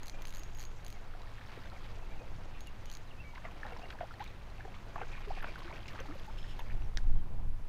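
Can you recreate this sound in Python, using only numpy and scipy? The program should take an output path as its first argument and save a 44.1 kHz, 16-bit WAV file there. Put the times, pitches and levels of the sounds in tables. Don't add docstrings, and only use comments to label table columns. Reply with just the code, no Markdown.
import sys
import numpy as np
from scipy import signal
from scipy.fft import rfft, irfft, next_fast_len
from scipy.io import wavfile
from scipy.ndimage import uniform_filter1d

SR = 44100
rng = np.random.default_rng(int(sys.argv[2]) if len(sys.argv) > 2 else 0)


def dump_mix(stems):
    frames = np.atleast_2d(stems).T
    limited = np.clip(frames, -1, 1)
    pcm = np.round(limited * 32767).astype(np.int16)
    wavfile.write(sys.argv[1], SR, pcm)


N = 338765

# time in seconds, body peak in dB, starting level of the
# spring's ring in dB, peak of the treble modes in dB.
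CLICKER_TEETH = [(0.0323, -40, -60, -52), (0.059, -43, -61, -51), (0.0694, -39, -64, -52),
                 (0.082, -37, -63, -46), (0.097, -33, -65, -51), (0.221, -40, -73, -49),
                 (0.2534, -36, -62, -48), (0.2718, -39, -61, -48), (0.2824, -39, -60, -51),
                 (0.293, -44, -60, -54), (0.3064, -41, -75, -52), (0.326, -44, -78, -55),
                 (0.3383, -42.5, -63, -55), (0.349, -37, -56, -53), (0.3588, -40, -63, -52),
                 (0.3703, -38.5, -61, -47), (0.382, -41, -57, -56), (0.395, -44, -54, -50),
                 (0.4345, -40, -58, -54), (0.5495, -42, -55, -56), (0.573, -51, -66, -53),
                 (0.5862, -43, -52, -55), (0.596, -40, -53, -53), (0.604, -39, -58, -56),
                 (0.611, -41, -56, -52), (0.619, -40, -70, -53), (0.628, -41, -71, -51),
                 (0.6384, -40, -71, -54), (0.6521, -39, -56, -56), (0.848, -44, -67, -52),
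                 (0.865, -36.5, -73, -52), (0.8814, -43, -65, -51), (0.903, -43, -72, -49),
                 (0.9267, -40, -64, -54), (2.607, -40.5, -57, -52), (2.6714, -43.5, -72, -52),
                 (2.8572, -41, -64, -55), (2.9, -37, -68, -55), (2.915, -39, -78, -50),
                 (2.9266, -43, -58, -54), (2.938, -42, -62, -53), (2.9514, -39, -58, -55),
                 (2.9705, -40.5, -69, -54), (4.2413, -45, -74, -55)]
# frequency in Hz, relative level in dB, T60 in seconds.
SPOOL_LOW_MODES = [(1700, -10, 0.0039), (2400, -3, 0.0026), (3170, -10.5, 0.0043), (4160, -8, 0.005),
                   (4650, -10, 0.004), (6295, -14.5, 0.011), (6900, -15.5, 0.0066)]
SPOOL_HIGH_MODES = [(8100, -10, 0.003), (10620, -11, 0.0059), (11620, -7, 0.0055), (12560, -10, 0.0043),
                    (14230, -8, 0.0035), (14370, -12, 0.004)]
SPRING_HZ, SPRING_T60_S = 6628, 0.16
SNAP_DB, SNAP_DECAY_S = 0.5, 0.00071
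RATTLE_ON_DB, RATTLE_ON_DECAY_S = -16, 0.012
# time in seconds, nominal level in dB, ring frequency in Hz.
REEL_TICKS = [(1.2187, -37, 3950), (1.5895, -42, 3800), (1.658, -38, 3520), (1.7, -36, 4100),
              (3.352, -49, 3900), (3.598, -51, 2600), (3.6653, -37, 3860), (3.7928, -42, 3750),
              (3.904, -39, 3800), (4.14, -38, 4300), (4.2118, -43, 3520), (4.225, -38, 3370),
              (4.277, -34, 3800), (4.5014, -40, 4080), (5.8805, -37, 5130), (5.905, -39, 4410),
              (6.003, -33.5, 6160), (6.253, -41, 3480), (6.593, -33.5, 3570), (6.597, -41, 6500),
              (6.62, -50, 6200), (6.64, -51, 4200), (6.66, -54, 5600), (6.68, -52, 6000),
              (6.725, -52, 5960), (6.731, -45, 4830), (6.833, -49, 6000), (6.846, -48, 5700),
              (6.858, -49, 5360), (6.94, -50, 4700), (6.955, -43, 3500), (6.99, -50, 4300),
              (7.009, -51, 5200)]
# time in seconds, rms level in dB.
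RATTLE_LEVEL = [(6.25, -140), (6.27, -83), (6.29, -77), (6.335, -73), (6.36, -92), (6.385, -55.5),
                (6.41, -64), (6.44, -62), (6.465, -66), (6.5, -54.5), (6.53, -60), (6.55, -70),
                (6.575, -85), (6.6, -140)]
# frequency in Hz, width in Hz, relative level in dB.
ROTOR_MODES = [(2950, 450, 5), (3230, 650, 13), (3520, 120, -10), (6600, 150, -4), (5300, 500, -11),
               (7150, 570, -12), (10000, 300, -26)]
# time in seconds, rms level in dB before roughness.
SQUEAK_LEVEL = [(6.27, -140), (6.28, -90), (6.295, -75), (6.34, -75), (6.36, -88), (6.385, -65),
                (6.44, -73), (6.465, -78), (6.505, -67), (6.53, -72), (6.56, -88), (6.58, -140)]
SQUEAK_HZ, SQUEAK_WAVER_HZ, SQUEAK_ROUGH_DB = 5280, 35, 2.5
# time in seconds, peak of the modes in dB.
ROD_KNOCKS = [(6.973, -24)]
# frequency in Hz, relative level in dB, T60 in seconds.
ROD_MODES = [(860, -10, 0.0067), (1800, 4, 0.0067), (2400, -16, 0.0028), (3000, -4, 0.0064),
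             (3800, 0, 0.0041), (4700, 0, 0.003), (5570, 0, 0.0043), (6800, -19, 0.0037),
             (7800, -33, 0.0028), (9400, -27, 0.0018), (11400, -30, .003)]
# start in seconds, end in seconds,
# resonance in Hz, rms level in dB before the swell.
LINE_BUZZES = [(2.534, 2.595, 2600, -61.5), (2.858, 2.916, 3060, -62), (5.111, 5.153, 2390, -52),
               (5.161, 5.19, 2420, -55), (5.205, 5.26, 2350, -60), (5.344, 5.408, 2480, -56.5),
               (5.458, 5.517, 2400, -52.5)]
SLIPS_PER_S = 270
# start in seconds, peak in dB, time constant in seconds.
ROLLER_HISSES = [(3.5163, -64, .0015), (3.663, -62, .0015), (3.7219, -64, .0015), (3.9164, -63, .0015),
                 (3.9284, -61, .0015), (4.1255, -66, .002), (4.1948, -65, .02), (4.9572, -64, .004),
                 (5.0121, -63, .004), (5.195, -61, .0015), (5.209, -64, .0015), (5.2879, -65, .003),
                 (5.415, -64, .012), (5.4251, -55, .004), (5.442, -61, .002), (5.485, -63, .003),
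                 (5.5538, -65, .003), (5.5806, -64, .02), (5.75, -65, .002), (5.7753, -66, .003),
                 (5.8128, -64, .002), (5.8866, -62, .004), (5.9049, -62, .015), (5.928, -62, .002),
                 (6.0028, -59, .005), (6.0591, -66, .002), (6.0866, -65, .002), (6.148, -63, .003),
                 (6.1598, -60, .0015), (6.1987, -59, .0012), (6.2627, -60, .003), (6.3863, -72, .003),
                 (6.5925, -52, .004), (6.7191, -62, .002)]
# time in seconds, rms level in dB.
GEAR_LEVEL = [(0, -76), (.45, -72), (.75, -73.5), (.9, -72), (1.1, -81), (1.8, -76.5), (2.2, -77.5),
              (4.5, -79.5), (5.0, -73.5), (5.5, -78), (6.3, -75.5), (6.6, -77), (7.3, -86)]
# frequency in Hz, relative density in dB per Hz.
GEAR_SPECTRUM = [(4500, 1), (6300, 14), (7400, 7.5), (9000, -10), (11500, -18), (13500, -7), (15800, -25)]

# time in seconds, starting rms level in dB, middle frequency in Hz, T60 in seconds.
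TAIL_SLAPS = [(3.349, -59, 1680, 0.32), (3.352, -53, 2300, 0.016), (3.443, -49, 1290, 0.09),
              (3.451, -46, 1190, 0.18), (3.65, -51.5, 1030, 0.67), (3.764, -44, 990, 0.025),
              (3.794, -53, 2200, .02), (3.904, -42, 2120, 0.025), (4.009, -52, 1480, 0.16),
              (4.198, -54.5, 2170, 0.52), (4.599, -57, 1390, 0.25), (4.744, -54, 1850, 0.11),
              (4.956, -54, 1270, 0.68), (4.957, -37, 890, 0.033), (5.014, -37, 805, 0.034),
              (5.015, -48.5, 1680, 0.088), (5.425, -48, 1300, 0.12), (5.442, -39, 420, 0.034),
              (5.442, -40.5, 1340, 0.047), (5.881, -50, 3230, 0.058), (5.989, -45, 1440, 0.16),
              (6.591, -49, 1520, 0.11)]
# time in seconds, peak in dB, starting frequency in Hz.
SPLASH_BUBBLES = [(1.105, -53, 1340), (1.138, -46, 1380), (1.149, -45, 704), (1.205, -51, 950),
                  (1.233, -49, 1110), (1.246, -51, 1230), (1.259, -53, 950), (1.272, -46, 1740),
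                  (1.382, -46, 1700), (1.389, -55, 805), (1.412, -45, 1680), (1.57, -47, 1800),
                  (1.656, -47, 1480), (1.68, -49, 670), (1.499, -55, 2600), (1.543, -51, 1490),
                  (1.641, -47, 1870), (1.719, -45.5, 1300), (1.77, -53, 705), (1.764, -46, 2120),
                  (1.781, -49, 1810), (2.138, -51, 2280), (2.157, -52, 834), (2.208, -50, 467),
                  (2.219, -50, 517), (3.336, -47.5, 900), (3.352, -51, 2510), (3.358, -42.5, 1960),
                  (3.371, -44, 990), (3.376, -50, 2080), (3.38, -45, 1060), (3.379, -43, 1520),
                  (3.422, -48, 1710), (3.438, -58, 2670), (3.451, -40, 650), (3.454, -43, 1150),
                  (3.451, -40, 1920), (3.485, -46, 1050), (3.511, -48, 2450), (3.518, -47, 780),
                  (3.557, -46, 680), (3.632, -32.5, 1660), (3.651, -38, 790), (3.666, -46, 700),
                  (3.666, -41, 1780), (3.684, -51, 1720), (3.699, -51, 860), (3.712, -48, 1460),
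                  (3.72, -40, 714), (3.734, -44, 2140), (3.764, -45, 960), (3.793, -43.5, 720),
                  (3.832, -44, 690), (3.856, -44, 2050), (3.905, -46, 1450), (3.928, -45, 1600),
                  (3.954, -46.5, 900), (3.902, -46, 1750), (3.925, -45, 2370), (3.988, -42.5, 1600),
                  (4.006, -42, 2060), (4.02, -46, 1350), (4.056, -48, 1320), (4.009, -29.5, 676),
                  (4.007, -41, 1430), (4.109, -40.5, 1340), (4.117, -42.5, 1330), (4.196, -42, 1930),
                  (4.14, -45, 1730), (4.208, -43, 1800), (4.208, -42, 1550), (4.21, -53, 2520),
                  (4.263, -42, 2260), (4.303, -51, 2400), (4.582, -47.5, 2500), (4.594, -46, 720),
                  (4.607, -40.5, 1640), (4.65, -44.5, 1700), (4.651, -44, 422), (4.742, -44.5, 2140),
                  (4.743, -47, 970), (4.764, -48, 1190), (4.957, -58, 1820), (4.651, -41, 760),
                  (4.678, -43.5, 700), (4.958, -34, 1090), (4.964, -40, 685), (4.98, -37, 850),
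                  (4.988, -46, 2455), (4.994, -45, 990), (5.017, -48, 2110), (4.992, -46, 1400),
                  (5.006, -42, 2480), (5.013, -36, 746), (5.021, -40, 1490), (5.024, -43, 450),
                  (5.033, -37, 1450), (5.125, -46, 790), (5.152, -42, 1710), (5.179, -42, 1050),
                  (5.374, -39.5, 710), (5.386, -42, 1770), (5.405, -41, 1630), (5.379, -53, 2455),
                  (5.424, -42, 1670), (5.427, -43, 1390), (5.434, -40, 1060), (5.445, -44, 2430),
                  (5.469, -44, 1440), (5.482, -42, 1450), (5.444, -32.5, 1440), (5.444, -38, 1940),
                  (5.443, -49, 840), (5.469, -42, 1090), (5.486, -45, 620), (5.558, -36.5, 1460),
                  (5.581, -43, 1020), (5.619, -42, 1030), (5.678, -45, 1500), (5.705, -45.5, 784),
                  (5.727, -39.5, 2220), (5.682, -45, 1120), (5.705, -45, 2100), (5.712, -41.5, 930),
                  (5.73, -45, 640), (5.767, -41, 2510), (5.831, -46, 3050), (5.858, -43, 2540),
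                  (5.884, -40, 2200), (5.958, -44, 880), (5.979, -43, 1220), (5.985, -49, 2400),
                  (5.993, -45, 1160), (6.0, -42, 2950), (5.887, -41, 2720), (5.957, -44, 1490),
                  (6.004, -38, 504), (6.055, -44, 794), (6.086, -44, 1210), (6.11, -43, 1230),
                  (6.123, -46, 1700), (6.154, -45, 525), (6.197, -46, 3240), (6.297, -48, 1400),
                  (6.387, -49, 3060), (6.406, -49, 2220), (6.429, -44, 3280), (6.443, -44, 1740),
                  (6.591, -57, 500), (6.602, -51, 1830), (6.618, -48, 880), (6.699, -42.5, 1700),
                  (6.707, -45, 2300), (6.717, -46, 1770), (6.592, -39, 910), (6.606, -44, 910),
                  (6.605, -44, 2700), (6.665, -53, 2280), (6.7, -50, 1920), (6.719, -46, 2200),
                  (6.821, -47, 2640)]
BUBBLE_CYCLES, BUBBLE_ONSET_CYCLES = 26.2, 0.61
BUBBLE_CHIRP = 0.0045
BUBBLE_HOLD = 1.05
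# start in seconds, length in seconds, first, middle and last frequency in Hz,
# rms level in dB at the height of the swell.
LONG_GURGLES = [(1.575, 0.0062, 435, 430, 480, -44), (3.722, 0.032, 467, 482, 468, -50),
                (4.03, 0.013, 613, 673, 593, -38.5), (4.043, 0.012, 720, 820, 950, -48),
                (4.202, 0.0297, 790, 877, 1170, -40), (5.272, 0.029, 420, 410, 414, -44.5),
                (5.305, 0.013, 700, 783, 1040, -35.5), (5.646, 0.055, 350, 344, 352, -50),
                (5.99, 0.022, 430, 480, 570, -53), (6.084, 0.061, 300, 300, 434, -46.5),
                (6.277, 0.032, 840, 878, 970, -48)]
# time in seconds, slosh rms level in dB, spray rms level in dB.
CHURN_LEVELS = [(0.0, -57.5, -63), (0.28, -61.5, -61.5), (0.62, -62, -64.5), (1.16, -61.5, -65),
                (1.47, -61.5, -58.5), (2.14, -58, -62.5), (2.39, -59.5, -65), (3.21, -64.5, -67),
                (3.59, -58, -61), (3.89, -56, -58), (4.43, -64, -66.5), (4.72, -62, -64.5),
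                (5.0, -54.5, -63), (5.15, -61.5, -58), (5.65, -58, -55.5), (6.67, -61, -64),
                (7.12, -60, -71), (7.68, -62.5, -109)]
# frequency in Hz, relative level in dB.
SLOSH_SPECTRUM = [(250, -6.5), (400, -5.5), (750, -0.5), (1100, -4.5), (1500, -24)]
SPRAY_SPECTRUM = [(900, -6.5), (1500, -3.5), (2400, -2.5), (3500, -7), (5000, -8.5), (6500, -49),
                  (8000, -56)]

# start in seconds, length in seconds, first, middle and last frequency in Hz,
# rms level in dB at the height of the swell, before the flutter.
BIRD_WHISTLES = [(.135, 0.024, 2400, 2400, 2400, -60.5), (.18, 0.05, 2420, 2400, 2290, -63),
                 (.94, 0.038, 2280, 2150, 2060, -63), (2.02, 0.03, 2720, 2620, 2560, -66),
                 (2.097, .056, 2220, 2370, 2200, -63), (2.172, .016, 2830, 2660, 2520, -63),
                 (2.186, 0.038, 2510, 2490, 2520, -59), (2.664, 0.024, 2960, 2820, 2720, -55.5),
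                 (3.064, 0.047, 4250, 3780, 3000, -69), (3.109, .012, 2950, 2800, 2620, -56.5),
                 (3.173, 0.033, 2500, 2560, 2600, -62), (3.2, 0.027, 2620, 2720, 2530, -54.5),
                 (3.24, 0.089, 2290, 2280, 2250, -59), (3.715, 0.022, 2840, 2730, 2600, -60),
                 (3.817, 0.04, 2520, 2790, 2720, -56), (7.148, 0.085, 3150, 3170, 3130, -75)]

# time in seconds, buffeting and rumble rms levels in dB before gusting.
WIND_LEVELS = [(0, -41.5, -64), (.15, -38, -55), (.9, -39, -53.5), (1.25, -40, -56.5), (1.45, -47, -51.5),
               (2.1, -40, -52), (2.5, -41, -52), (3.3, -45, -52.5), (4.2, -47.5, -52), (4.9, -45, -51),
               (5.1, -37.5, -51.5), (5.42, -35.5, -51), (5.6, -44.5, -52.5), (6.1, -42, -49.5),
               (6.6, -38, -51.5), (6.75, -32.5, -43), (7.0, -32, -49.5), (7.08, -22.5, -40.5),
               (7.16, -18.5, -41.5), (7.23, -35, -44.5), (7.5, -27.5, -45.5), (7.68, -35.5, -55)]
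# frequency in Hz, relative density in dB per Hz.
BUFFET_SPECTRUM = [(3, -6.5), (8, -2), (20, -0.5), (35, -18), (60, -25.5), (100, -32.5)]
RUMBLE_SPECTRUM = [(25, -38), (45, 3), (70, -4.5), (110, -5), (160, -12), (250, -21.5), (400, -28)]
GUST_RATE_HZ, GUST_SWING_DB = 2.5, 1.2
# time in seconds, rms level in dB before its slow drift.
RUSTLE_LEVEL = [(0, -60), (1.2, -59.5), (6.7, -59), (7.1, -63), (7.68, -63)]
# frequency in Hz, relative density in dB per Hz.
RUSTLE_SPECTRUM = [(150, -4), (250, -8.5), (450, -9.5), (750, -10), (1300, -11.5), (2500, -17), (5000, -26),
                   (8300, -41.5), (11000, -61)]
# time in seconds, rms level in dB.
TREBLE_LEVEL = [(0, -79), (1.05, -79.5), (1.54, -77.5), (2.44, -80), (3.87, -78.5), (4.47, -79.5),
                (5.71, -79.5), (6.6, -78), (7.25, -79), (7.68, -79)]
# frequency in Hz, relative density in dB per Hz.
TREBLE_SPECTRUM = [(5500, -1), (7000, -3), (8300, 2), (12000, 1), (15800, -1)]
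HUM_HZ, HUM_PEAK_DB = 103.35, -57.5
STOP_HZ = 16100


def amp(db):
    return 10 ** (np.asarray(db) / 20)


def rms_one(x):
    return x / np.sqrt(np.mean(x ** 2) + 1e-20)


def in_time(rows):
    s, *columns = np.transpose(rows)
    return [np.interp(np.arange(N) / SR, s, c) for c in columns]


def coloured(x, spectrum):
    size = next_fast_len(N)
    hz, db = np.transpose(spectrum)
    log_bins = np.log(np.arange(size // 2 + 1) * SR / size + 1e-3)
    gain = amp(np.interp(log_bins, np.log(hz), db, left=-120, right=-120))
    return rms_one(irfft(rfft(x, size) * gain, size)[:N])


def drift(rate_hz):
    step = 40
    r = np.exp(-2 * np.pi * rate_hz * step / SR)
    settle = 2000
    noise = rng.standard_normal(N // step + settle + 2)
    slow = signal.lfilter([1], [1, -2 * r, r * r], noise)[settle:]
    return np.interp(np.arange(N) / step, np.arange(len(slow)), rms_one(slow))


def ring(clicks, hz, t60):
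    r, w = amp(-60 / (t60 * SR)), 2 * np.pi * hz / SR
    return signal.lfilter([0, np.sin(w)], [1, -2 * r * np.cos(w), r * r], clicks + 1e-18)


def add(out, s, sound):
    i = round(s * SR)
    out[i:i + len(sound)] += sound[:N - i]


def strike(times, levels_db, modes, spread_db, detune, contact_s):
    out, t = np.zeros(N), np.arange(1024) / SR
    hz, mode_db, t60 = np.transpose(modes)[:, :, None]
    decays = amp(mode_db - 60 * t / t60)
    onset = 1 - np.exp(-(t / contact_s) ** 2)
    chance = rng.standard_normal((len(times), 3, len(modes), 1))
    for s, db, (size, sign, tuning) in zip(times, levels_db, chance):
        strengths = amp(spread_db * size) * np.sign(sign)
        sines = np.sin(2 * np.pi * hz * (1 + detune * tuning) * t)
        blow = onset * (strengths * decays * sines).sum(axis=0)
        add(out, s - contact_s, amp(db) * blow / np.abs(blow).max())
    return out


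def glides(calls, peak_at, sharpness, echo_db):
    out = np.zeros(N)
    for s, length, first_hz, middle_hz, last_hz, db in calls:
        part = np.linspace(0, 1, round(length * SR))
        bend_hz = middle_hz - (first_hz + last_hz) / 2
        hz = first_hz + (last_hz - first_hz) * part + bend_hz * np.sin(np.pi * part)
        swell = np.interp(part, [0, peak_at, 1], [0, 1, 0]) ** sharpness
        tone = np.sqrt(2) * amp(db) * swell * np.sin(2 * np.pi * np.cumsum(hz) / SR)
        add(out, s, tone)
        add(out, s + 0.022, amp(echo_db) * tone)
    return out


def grains(per_s, spectrum, cycles, spread_db, count):
    sizes = amp(spread_db * np.minimum(rng.exponential(1, N), 4)) * rng.choice([-1, 1], N)
    born = rng.random(N) < per_s * amp(3.3 * drift(15)) / SR
    dealt = rng.integers(0, count, N)
    hz, db = np.transpose(spectrum)
    out = np.zeros(N)
    for k, f in enumerate(np.geomspace(hz[0], hz[-1], count)):
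        rings = ring(sizes * born * (dealt == k), f, cycles / f)
        out += amp(np.interp(np.log(f), np.log(hz), db)) * rms_one(rings)
    return rms_one(out)


def drag():
    times, body_db, spring_db, treble_db = np.transpose(CLICKER_TEETH)
    out = strike(times, body_db, SPOOL_LOW_MODES, spread_db=2.5, detune=0.04, contact_s=0.0004)
    out += strike(times, treble_db, SPOOL_HIGH_MODES, spread_db=5.0, detune=0.037, contact_s=0.00056)
    t = np.arange(1500) / SR
    highpass = signal.butter(1, 2500, "high", fs=SR, output="sos")
    snaps = signal.sosfilt(highpass, rng.standard_normal((len(times), len(t))))
    decay = np.exp(-t / SNAP_DECAY_S) + amp(RATTLE_ON_DB) * np.exp(-t / RATTLE_ON_DECAY_S)
    shape = (1 - np.exp(-t / 0.0003)) * decay
    for s, db, snap in zip(times, treble_db, snaps):
        add(out, s, amp(db + SNAP_DB) * snap * shape)
    for s, until, db in zip(times, [*times[1:], N / SR], spring_db):
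        t = np.arange(0, min(until - s, SPRING_T60_S), 1 / SR)
        add(out, s, amp(db - 60 * t / SPRING_T60_S) * np.sin(2 * np.pi * SPRING_HZ * t))
    return out


def ticks():
    out, t = np.zeros(N), np.arange(400) / SR
    lowpass = signal.butter(5, 7000, fs=SR, output="sos")
    cracks = signal.sosfilt(lowpass, rng.standard_normal((len(REEL_TICKS), len(t))))
    for (s, db, hz), crack in zip(REEL_TICKS, cracks):
        tone = 0.19 * np.sin(2 * np.pi * hz * t) * np.exp(-t / 0.0032)
        add(out, s, amp(db) * (tone + 0.26 * crack * np.exp(-t / 0.00079)))
    return out


def rattle():
    contacts = (rng.random(N) < 3000 / SR) * rng.standard_normal(N)
    rings = sum(amp(db) * rms_one(ring(contacts, hz, 2.2 / width)) for hz, width, db in ROTOR_MODES)
    return amp(in_time(RATTLE_LEVEL)[0]) * rms_one(rings)


def squeak():
    phase = 2 * np.pi * np.cumsum(SQUEAK_HZ + SQUEAK_WAVER_HZ * drift(30)) / SR
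    level_db = in_time(SQUEAK_LEVEL)[0] + SQUEAK_ROUGH_DB * drift(70)
    return amp(level_db) * np.sqrt(2) * np.sin(phase)


def knock():
    out = strike(*np.transpose(ROD_KNOCKS), ROD_MODES, spread_db=3.5, detune=0, contact_s=0.0001)
    s, t = ROD_KNOCKS[0][0], np.arange(SR // 10) / SR
    snap = signal.lfilter([0.5], [1, -0.5], rng.standard_normal(len(t)))
    add(out, s, amp(-47) * np.exp(-t / 0.00046) * snap)
    band = signal.butter(2, [1200, 6000], "band", fs=SR, output="sos")
    shiver = rms_one(signal.sosfilt(band, rng.standard_normal(len(t))))
    add(out, s, amp(-54.5) * np.exp(-t / 0.016) * shiver)
    swell = np.exp(-((t - 0.0025) / 0.0017) ** 2)
    add(out, s + 0.009, amp(-40) * swell * np.sin(2 * np.pi * 1600 * t))
    return out


def buzzes():
    out = np.zeros(N)
    for start, end, hz, db in LINE_BUZZES:
        t = np.arange(0, end - start, 1 / SR)
        slips = np.diff(np.floor(t * SLIPS_PER_S), prepend=0) * amp(0.49 * rng.standard_normal())
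        rasp = slips + 0.089 * rng.standard_normal(len(t))
        swell = np.abs(np.sin(np.pi * t / t[-1])) ** 0.5
        add(out, start, amp(db) * swell * rms_one(ring(rasp, hz, t60=0.0091)))
    return out


def hisses():
    out, t = np.zeros(N), np.arange(SR // 8) / SR
    band = signal.butter(3, [10300, 14500], "band", fs=SR, output="sos")
    for s, db, decay_s in ROLLER_HISSES:
        burst = np.exp(-t / decay_s) * signal.sosfilt(band, rng.standard_normal(len(t)))
        add(out, s, amp(db) * burst / np.abs(burst).max())
    return out


def gears():
    teeth = rng.standard_normal(N) * amp(2.0 * drift(56) + 2.8 * drift(25))
    return amp(in_time(GEAR_LEVEL)[0]) * coloured(teeth, GEAR_SPECTRUM)


def slaps():
    out, t = np.zeros(N), np.arange(SR // 4) / SR
    noise = rng.standard_normal((len(TAIL_SLAPS), 2, len(t)))
    for (s, db, hz, t60), (hiss, crackle) in zip(TAIL_SLAPS, noise):
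        band = signal.butter(3, [hz / 1.8, hz * 1.8], "band", fs=SR, output="sos")
        fade = amp(db - 60 * t / t60)
        froth = rms_one(fade * signal.sosfilt(band, hiss * crackle ** 2))
        add(out, s, np.sqrt(np.mean(fade ** 2)) * froth)
    return out


def bubbles():
    out = np.zeros(N)
    for s, db, hz in SPLASH_BUBBLES:
        turns = np.arange(int(BUBBLE_CYCLES / hz * SR)) * hz / SR
        onset = 1 - np.exp(-(turns / BUBBLE_ONSET_CYCLES) ** 2)
        shape = onset * amp(-60 * (turns / BUBBLE_CYCLES) ** BUBBLE_HOLD)
        tone = np.sin(2 * np.pi * (turns + BUBBLE_CHIRP * turns ** 2))
        add(out, s, amp(db) * shape / shape.max() * tone)
    return out


def gurgles():
    return glides(LONG_GURGLES, peak_at=0.16, sharpness=0.6, echo_db=-24)


def churn():
    slosh_db, spray_db = in_time(CHURN_LEVELS)
    slosh = grains(500, SLOSH_SPECTRUM, cycles=12.4, spread_db=1.0, count=10)
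    spray = grains(1200, SPRAY_SPECTRUM, cycles=13.0, spread_db=0.5, count=13)
    trickle_spectrum = [(600, -9.0), (1200, -6), (2800, -4.0), (5500, -8.5)]   # Hz, relative dB
    trickle = grains(120, trickle_spectrum, cycles=45, spread_db=2.5, count=13)
    return amp(slosh_db) * slosh + amp(spray_db) * spray + amp(spray_db - 10.5) * trickle


def birds():
    whistles = glides(BIRD_WHISTLES, peak_at=0.39, sharpness=0.23, echo_db=-14)
    return whistles * amp(2.6 * drift(60))


def wind():
    buffet_db, rumble_db = in_time(WIND_LEVELS)
    lumps = coloured(rng.standard_normal(N), BUFFET_SPECTRUM)
    power = uniform_filter1d(uniform_filter1d(lumps ** 2, size=4000), size=4000)
    even = rms_one(lumps / (power + 0.05) ** 0.45)
    buffet = amp(buffet_db + GUST_SWING_DB * drift(GUST_RATE_HZ)) * even
    rumble = amp(rumble_db + 0.5 * drift(18)) * coloured(rng.standard_normal(N), RUMBLE_SPECTRUM)
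    return buffet + rumble


def trees():
    level_db = in_time(RUSTLE_LEVEL)[0] + 0.55 * drift(2.1)
    return amp(level_db) * coloured(rng.standard_normal(N), RUSTLE_SPECTRUM)


def treble_hiss():
    return amp(in_time(TREBLE_LEVEL)[0]) * coloured(rng.standard_normal(N), TREBLE_SPECTRUM)


def hum():
    phase = 2 * np.pi * np.cumsum(HUM_HZ + 0.8 * drift(1.5)) / SR
    return amp(HUM_PEAK_DB + 2 * drift(0.36)) * np.sin(phase)


def scene():
    reel = drag() + ticks() + rattle() + squeak() + knock() + buzzes() + hisses() + gears()
    water = slaps() + bubbles() + gurgles() + churn()
    background = wind() + trees() + treble_hiss() + hum()
    return (reel + water + birds() + background)[None]


def record(dry):
    return signal.sosfilt(signal.cheby2(14, 50, STOP_HZ, fs=SR, output="sos"), dry)


dry = scene()
out = record(dry)
dump_mix(out)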